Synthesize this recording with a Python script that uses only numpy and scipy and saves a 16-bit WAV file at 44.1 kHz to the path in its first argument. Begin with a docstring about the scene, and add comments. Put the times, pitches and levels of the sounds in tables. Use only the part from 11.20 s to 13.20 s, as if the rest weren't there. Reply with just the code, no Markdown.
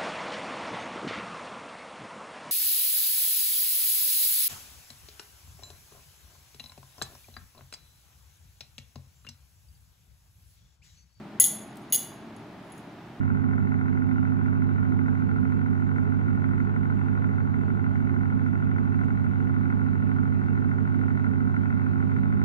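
"""A steady low hiss of ventilation and faint hums come first: shaped random spectra and wavering sines.
Two bent steel puzzle rods in gloved hands then knock and rattle together twice and later touch lightly.
Each contact adds a short noise crack to dying sines, the bending modes of both rods.
Chatter fills the rattles, dry ticks and a faint slide follow; echoes and a small room answer."""
import sys
import numpy as np
from scipy import signal
from scipy.io import wavfile
from scipy.ndimage import uniform_filter1d

SR = 44100
rng = np.random.default_rng(int(sys.argv[2]) if len(sys.argv) > 2 else 0)


def to_linear_factor(level_db):
    """Convert decibel levels (scalar or array-like) to linear amplitude factors."""
    exponent = np.asarray(level_db, float) / 20
    return 10 ** exponent


def wrap_up_sound(samples):
    """Save the sound to the file named by the first command line argument, as 16-bit audio."""
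    columns = np.atleast_2d(samples).T
    # keep every value between -1 and 1, then stretch to whole-number steps
    tamed = np.clip(columns, -1, 1)
    steps = np.round(tamed * 32767).astype(np.int16)
    wavfile.write(sys.argv[1], SR, steps)


N = 88200

# Ventilation hiss spectral density: [freq_hz, relative_db_per_hz]
HISS_COLOUR = [(40, -31), (68, -26), (90, -10), (150, -2), (285, -3.5), (344, -4.5), (430, -10), (500, -19),
               (607, -9), (840, -11), (1020, -15), (1840, -19.5), (4000, -29.5), (8000, -43),
               (16000, -48.5)]
# Hiss left-right likeness: [freq_hz, correlation]
HISS_LIKENESS = [(250, 0.97), (500, 0.9), (1000, 0.82), (2000, 0.57), (16000, 0.19)]
HISS_RMS_DB = -45
# Steady hums: [pitch_hz, rms_db, waver_rms_hz]
HUMS = [(51, -72, 1.4), (113.2, -61, 5)]
# Drone that comes and goes: [time_s, pitch_hz, rms_db]
DRONE_PATH = [(0, 205.8, -45), (.2, 212.3, -54), (.33, 212.7, -46.5), (.9, 217.7, -61), (1.05, 221.8, -48),
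              (1.201, 221.4, -52.5), (1.3, 223, -93.5)]
DRONE_SIDE_DB, DRONE_WAVER_RMS_HZ = -19, 1.2

# Rod contacts: [start_s, ring_db, first_over_second_rod_db, crack_db, upper_mode_ring_time_factor]
# The factor is small while fingers or the other rod damp the ring.
ROD_CONTACTS = [(.1995, -10, 12, -5, 0.35), (.202, -6.5, 4.5, -10, 0.35), (.2045, -13, 6, -15, 0.36),
                (.208, -9.5, 6, -17, 0.49), (0.2096, -17.5, -9.5, -20.5, 0.47),
                (.213, -20.5, 3, -25.5, 0.94), (.22, -26.5, -6, -14.5, 0.14), (.2235, -11, 1.5, -21, 0.5),
                (0.2281, -27, 6.5, -19.5, 0.48), (.2408, -7, 8, -7.5, 0.16), (.247, -17.5, 10, -24.5, 0.25),
                (.252, -14, 3.5, -14, 0.44), (.2565, -24, -9.5, -25.5, 0.4), (.263, -20.5, -1, -28, 0.69),
                (.6165, -58, 0.5, -70.5, 1.1), (0.7002, -45, -4, -59, 0.25),
                (.7240, -13.5, -16, -15.5, 0.29), (.7297, -15.5, -7, -27, 0.43),
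                (0.7396, -22, -16, -36, 0.56), (0.7456, -13, -10, -16, 0.16),
                (.7515, -15, -11.5, -19.5, 0.25), (.7548, -24.5, 8, -16, 0.14),
                (.7585, -19, 10, -28.5, 0.51), (1.1639, -42, -5, -51, 0.094),
                (1.502, -50.5, -2.5, -53.5, 0.11), (1.5204, -41.5, 6, -45, 0.15),
                (1.5806, -49, -3.5, -40, 0.36)]
# First rod bending modes: [pitch_hz]
FIRST_ROD_HZ = [2019, 3430, 6535, 6903, 7187, 10375, 10572, 10641, 12450, 14816, 15113]
# Second rod bending modes: [pitch_hz]
SECOND_ROD_HZ = [2035, 4700, 2955, 3445, 6480, 6600, 7035, 10260, 10462, 10604, 12616, 14892, 15177, 15310]
# First rod modes before damping: [relative_db, t60_s]
FIRST_ROD_MODES = [(-28, 0.12), (-26, 0.13), (-7.5, 0.243), (-5.5, .25), (-18, 0.15), (-3, 0.198),
                   (-3.5, .25), (2, 0.197), (-2.5, .2), (-10, .2), (-16, 0.15)]
# Second rod modes before damping: [relative_db, t60_s]
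SECOND_ROD_MODES = [(-23.5, .04), (-22.5, 0.054), (-23, 0.13), (-23, 0.25), (-12.5, 0.35), (-3.5, 0.24),
                    (-14, 0.21), (-18.5, .2), (-4, .2), (-1.5, .22), (-15.5, .2), (-6.5, .25), (-4.5, 0.13),
                    (-12, .12)]
# First rod crack spectral density: [freq_hz, relative_db_per_hz]
FIRST_CRACK_COLOUR = [(2000, -36.5), (3200, -6.5), (5200, -31), (6500, 8.5), (10000, 0), (16000, -10)]
# Second rod crack spectral density: [freq_hz, relative_db_per_hz]
SECOND_CRACK_COLOUR = [(2000, -39), (3200, -6), (4500, -6), (6500, -12.5), (10000, -10), (13000, -8.5),
                       (16000, -17)]
CRACK_T60_S = 0.0045
SNAP = 6  # first sample of a burst, against unit noise after it
SPOT_RMS_DB = 3  # spread of mode levels with the struck spot
SOFT_BELOW_DB, DULL_ABOVE_HZ, DULL_DB_PER_DB = -31, 11500, 2  # gentle contacts hardly reach the top modes
HELD_ABOVE_HZ = 5000  # lower bending modes ring on whatever touches
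DETUNE_RMS_HZ, LOW_DETUNE_RMS_HZ = 9, 24  # touch and grip shift each mode, the low ones most
GRIP_DB, GRIP_S = -12, 0.005  # fingers close at a rattle's end: upper modes drop
CLASH_DB = -2  # each later contact stifles the ring
STRIKE_S = 0.0004  # each ring fades in over its first fraction of a millisecond

# Nearby table, wall and hands
ECHOES_PER_SIDE, ECHO_DB, ECHO_FROM_S, ECHO_TO_S = 8, -26, 0.0011, 0.02
# Small room decay: [freq_hz, t60_s]
ROOM_DECAY = [(2000, .6), (4000, 0.54), (7000, 0.39), (10400, 0.35), (15000, 0.26)]
ROOM_DB, ROOM_SHARED_POWER = -6, 0.89
PAN_DB = 0.86  # left up, right down

# Rattle chatter: [start_s, end_s, level_db, first_over_second_rod_db]
RATTLES = [(0.208, 0.275, -30.5, -5.5), (0.7235, 0.762, -28.5, -5.5)]
CHATTER_PER_S = 2000
# Dry ticks, as of a glove seam catching: [start_s, level_db]
SEAM_TICKS = [(0.5574, -43.5), (.57, -39), (0.574, -40)]
# Tick spectral density: [freq_hz, relative_db_per_hz]
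TICK_COLOUR = [(3000, -6), (10000, -3), (16000, -7)]
TICK_T60_S = 0.0075
# Metal sliding on metal: [time_s, slip_level_db]
SLIDE_PATH = [(1.41, -85), (1.46, -70.5), (1.53, -69), (1.58, -68), (1.62, -89)]
SLIPS_PER_S, SLIDE_SOFT_DB, SLIDE_RING_FACTOR = 550, 2, 0.069

EDGE_HZ = 15760


def evened(x):
    """Scales to rms 1."""
    return x / np.sqrt(np.mean(x ** 2) + 1e-20)


def read(points, hz):
    """Reads a table on a log-frequency axis."""
    f, value = np.transpose(points)
    return np.interp(np.log(hz + 1), np.log(f + 1), value)


def add(mix, start_s, sound):
    """Mixes a sound in at start_s."""
    part = mix[round(start_s * SR):][:len(sound)]
    part += sound[:len(part)]


def hiss():
    """Ventilation: random short-time spectra, partly alike on both sides."""
    frames, hz = N // 512 + 5, np.fft.rfftfreq(2048, 1 / SR)
    a, b, c, d = rng.standard_normal((frames, len(hz), 4)).T
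    same = np.clip(read(HISS_LIKENESS, hz), -1, 1)[:, None]
    left = a + 1j * b
    right = same * left + np.sqrt(1 - same ** 2) * (c + 1j * d)
    spectra = np.array([left, right]) * to_linear_factor(read(HISS_COLOUR, hz)[:, None])
    noise = signal.istft(spectra, nperseg=2048, noverlap=1536)[1][:, :N]
    return to_linear_factor(HISS_RMS_DB) * evened(noise)


def waver():
    """Slow random drift, rms 1: noise smoothed twice."""
    smooth = uniform_filter1d(rng.standard_normal(N), size=3000)
    return evened(uniform_filter1d(smooth, size=3000))


def tone(hz):
    """Sine of rms 1 that follows a pitch track from a random phase."""
    cycles = np.cumsum(hz) / SR + rng.random()
    return np.sqrt(2) * np.sin(2 * np.pi * cycles)


def hums():
    """Wavering steady tones and a drone that leans left."""
    steady = sum(to_linear_factor(db) * tone(hz + waver_hz * waver()) for hz, db, waver_hz in HUMS)
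    s, hz, db = np.transpose(DRONE_PATH)
    t = np.arange(N) / SR
    pitch_hz = np.interp(t, s, hz) + DRONE_WAVER_RMS_HZ * waver()
    drone = to_linear_factor(np.interp(t, s, db)) * tone(pitch_hz)
    lean = 1 + to_linear_factor(DRONE_SIDE_DB) * np.array([[1], [-1]])
    return steady + drone * lean


def burst(colour_db, t60_s):
    """A snap and a short dying noise tail of set energy, through a causal minimum-phase colour."""
    fade = to_linear_factor(-60 * np.arange(2048) / SR / t60_s)
    source = np.append(SNAP, rng.standard_normal(len(fade) - 1)) * fade
    hz = abs(np.fft.fftfreq(len(fade), 1 / SR))
    log_gain = np.log(to_linear_factor(colour_db(hz)))
    colour = np.exp(np.conj(signal.hilbert(log_gain)))  # minimum phase
    noise = np.fft.ifft(np.fft.fft(source) * colour).real
    return noise * np.linalg.norm(fade) / np.linalg.norm(noise) / 2


def crack(balance_db):
    """Contact burst whose colour leans to the rod that sounds more."""
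    share = np.clip(balance_db / 10 + 0.7, 0, 1)

    def colour_db(hz):
        return share * read(FIRST_CRACK_COLOUR, hz) + (1 - share) * read(SECOND_CRACK_COLOUR, hz)

    return burst(colour_db, CRACK_T60_S)


def ring(modes_hz, modes, hold, soft_db, free_s, later_s):
    """Bending modes as dying sines; the struck spot sets sign and strength of each."""
    hz = np.array(modes_hz)[:, None]
    db, t60_s = np.transpose(modes)[:, :, None]
    t = np.arange(SR // 2) / SR
    sign, spot, shift = rng.standard_normal((3, len(modes), 1))
    upper = hz > HELD_ABOVE_HZ
    struck_db = db + SPOT_RMS_DB * spot - DULL_DB_PER_DB * soft_db * (hz > DULL_ABOVE_HZ)
    decay_db = -60 * t / (t60_s * max(hold, 0.05) ** upper)  # hold acts on upper modes only
    grip_db = upper * GRIP_DB * np.clip((t - free_s) / GRIP_S, 0, 1)
    clashes = uniform_filter1d(1. * np.searchsorted(later_s, t), size=30)  # later contacts so far
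    level = to_linear_factor(struck_db + decay_db + grip_db + CLASH_DB * clashes)
    pitch_hz = hz + np.where(upper, DETUNE_RMS_HZ, LOW_DETUNE_RMS_HZ) * shift
    sines = np.sign(sign) * level * np.sin(2 * np.pi * pitch_hz * t)
    rise = np.sin(np.pi / 2 * np.minimum(t / STRIKE_S, 1)) ** 2
    return rise * sines.sum(0) / 4


def contacts():
    """Every contact rings both rods and cracks; grip and later contacts damp the ring."""
    out = np.zeros(N)
    for s, db, balance_db, crack_db, hold in ROD_CONTACTS:
        soft_db = max(SOFT_BELOW_DB - db, 0)
        free_s = min([end - s for _, end, *_ in RATTLES if end > s] + [1])
        later_s = [row[0] - s for row in ROD_CONTACTS if row[0] > s]
        touch = hold, soft_db, free_s, later_s
        first = to_linear_factor(db + balance_db / 2) * ring(FIRST_ROD_HZ, FIRST_ROD_MODES, *touch)
        second = to_linear_factor(db - balance_db / 2) * ring(SECOND_ROD_HZ, SECOND_ROD_MODES, *touch)
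        add(out, s, first + second)
        add(out, s, to_linear_factor(crack_db) * crack(balance_db))
    return out


def echoes(x):
    """A few early reflections as single taps of random sign, different on each side."""
    taps = np.zeros((2, SR // 20))
    at = (SR * rng.uniform(ECHO_FROM_S, ECHO_TO_S, (2, ECHOES_PER_SIDE))).astype(int)
    np.put_along_axis(taps, at, to_linear_factor(ECHO_DB) * rng.choice([-1., 1.], at.shape), 1)
    return signal.fftconvolve(x[None], taps, axes=1)[:, :N]


def room(x):
    """Sparse taps of random sign, each band dying at its own speed, partly shared by both sides."""
    taps = np.zeros((3, SR))
    at = np.arange(200, SR - 20, 20) + rng.integers(0, 20, (3, (SR - 201) // 20))
    np.put_along_axis(taps, at, rng.choice([-1., 1.], at.shape), 1)
    same = np.clip(ROOM_SHARED_POWER, 0, 1)
    sides = np.sqrt(same) * taps[2] + np.sqrt(1 - same) * taps[:2]
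    hz, t, z = signal.stft(sides, SR, nperseg=256)
    decay = to_linear_factor(-60 * t / read(ROOM_DECAY, hz)[:, None])
    tail = signal.istft(z * decay, SR, nperseg=256)[1]
    return signal.fftconvolve(x[None], tail / np.linalg.norm(tail[0]), axes=1)[:, :N]


def chatter():
    """Rattle: many tiny uneven cracks at random times, drawn from six crack shapes."""
    out, t = np.zeros(N), np.arange(N) / SR
    for start, end, db, balance_db in RATTLES:
        struck = (rng.random(N) < CHATTER_PER_S / SR) * (t > start) * (t < end)
        hits = struck * rng.standard_normal(N)
        kind = rng.integers(0, 6, N)
        for k in range(6):
            out += to_linear_factor(db) * signal.oaconvolve(hits * (kind == k), crack(balance_db))[:N]
    return out


def ticks():
    """Dry bright noise bursts without ring."""
    out = np.zeros(N)
    for s, db in SEAM_TICKS:
        add(out, s, to_linear_factor(db) * burst(lambda hz: read(TICK_COLOUR, hz), TICK_T60_S))
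    return out


def slide():
    """Sliding metal feeds tiny random slips to the modes of both rods."""
    slips = rng.standard_normal(N) * (rng.random(N) < SLIPS_PER_S / SR)
    s, db = np.transpose(SLIDE_PATH)
    rub = to_linear_factor(np.interp(np.arange(N) / SR, s, db, -200, -200)) * evened(slips)
    both_hz, both_modes = FIRST_ROD_HZ + SECOND_ROD_HZ, FIRST_ROD_MODES + SECOND_ROD_MODES
    body = ring(both_hz, both_modes, SLIDE_RING_FACTOR, SLIDE_SOFT_DB, 1, [])
    return signal.fftconvolve(rub, body / np.linalg.norm(body))[:N]


def scene():
    """Rods and ticks just left of centre, their echoes and room, the hiss and hums."""
    near = contacts() + chatter() + ticks() + slide()
    direct = near * to_linear_factor(np.array([[PAN_DB], [-PAN_DB]]))
    return direct + echoes(near) + to_linear_factor(ROOM_DB) * room(near) + hiss() + hums()


def top_cut(x):
    """Nothing passes above the cut-off."""
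    return signal.sosfilt(signal.butter(12, 16880, fs=SR, output="sos"), x)


def record(dry):
    """Band limit: a steep linear-phase low-pass."""
    lowpass = signal.firwin(511, EDGE_HZ, window=("kaiser", 8), fs=SR)
    mix = signal.oaconvolve(dry, lowpass[None], "same")
    return top_cut(mix)


dry = scene()
out = record(dry)
wrap_up_sound(out)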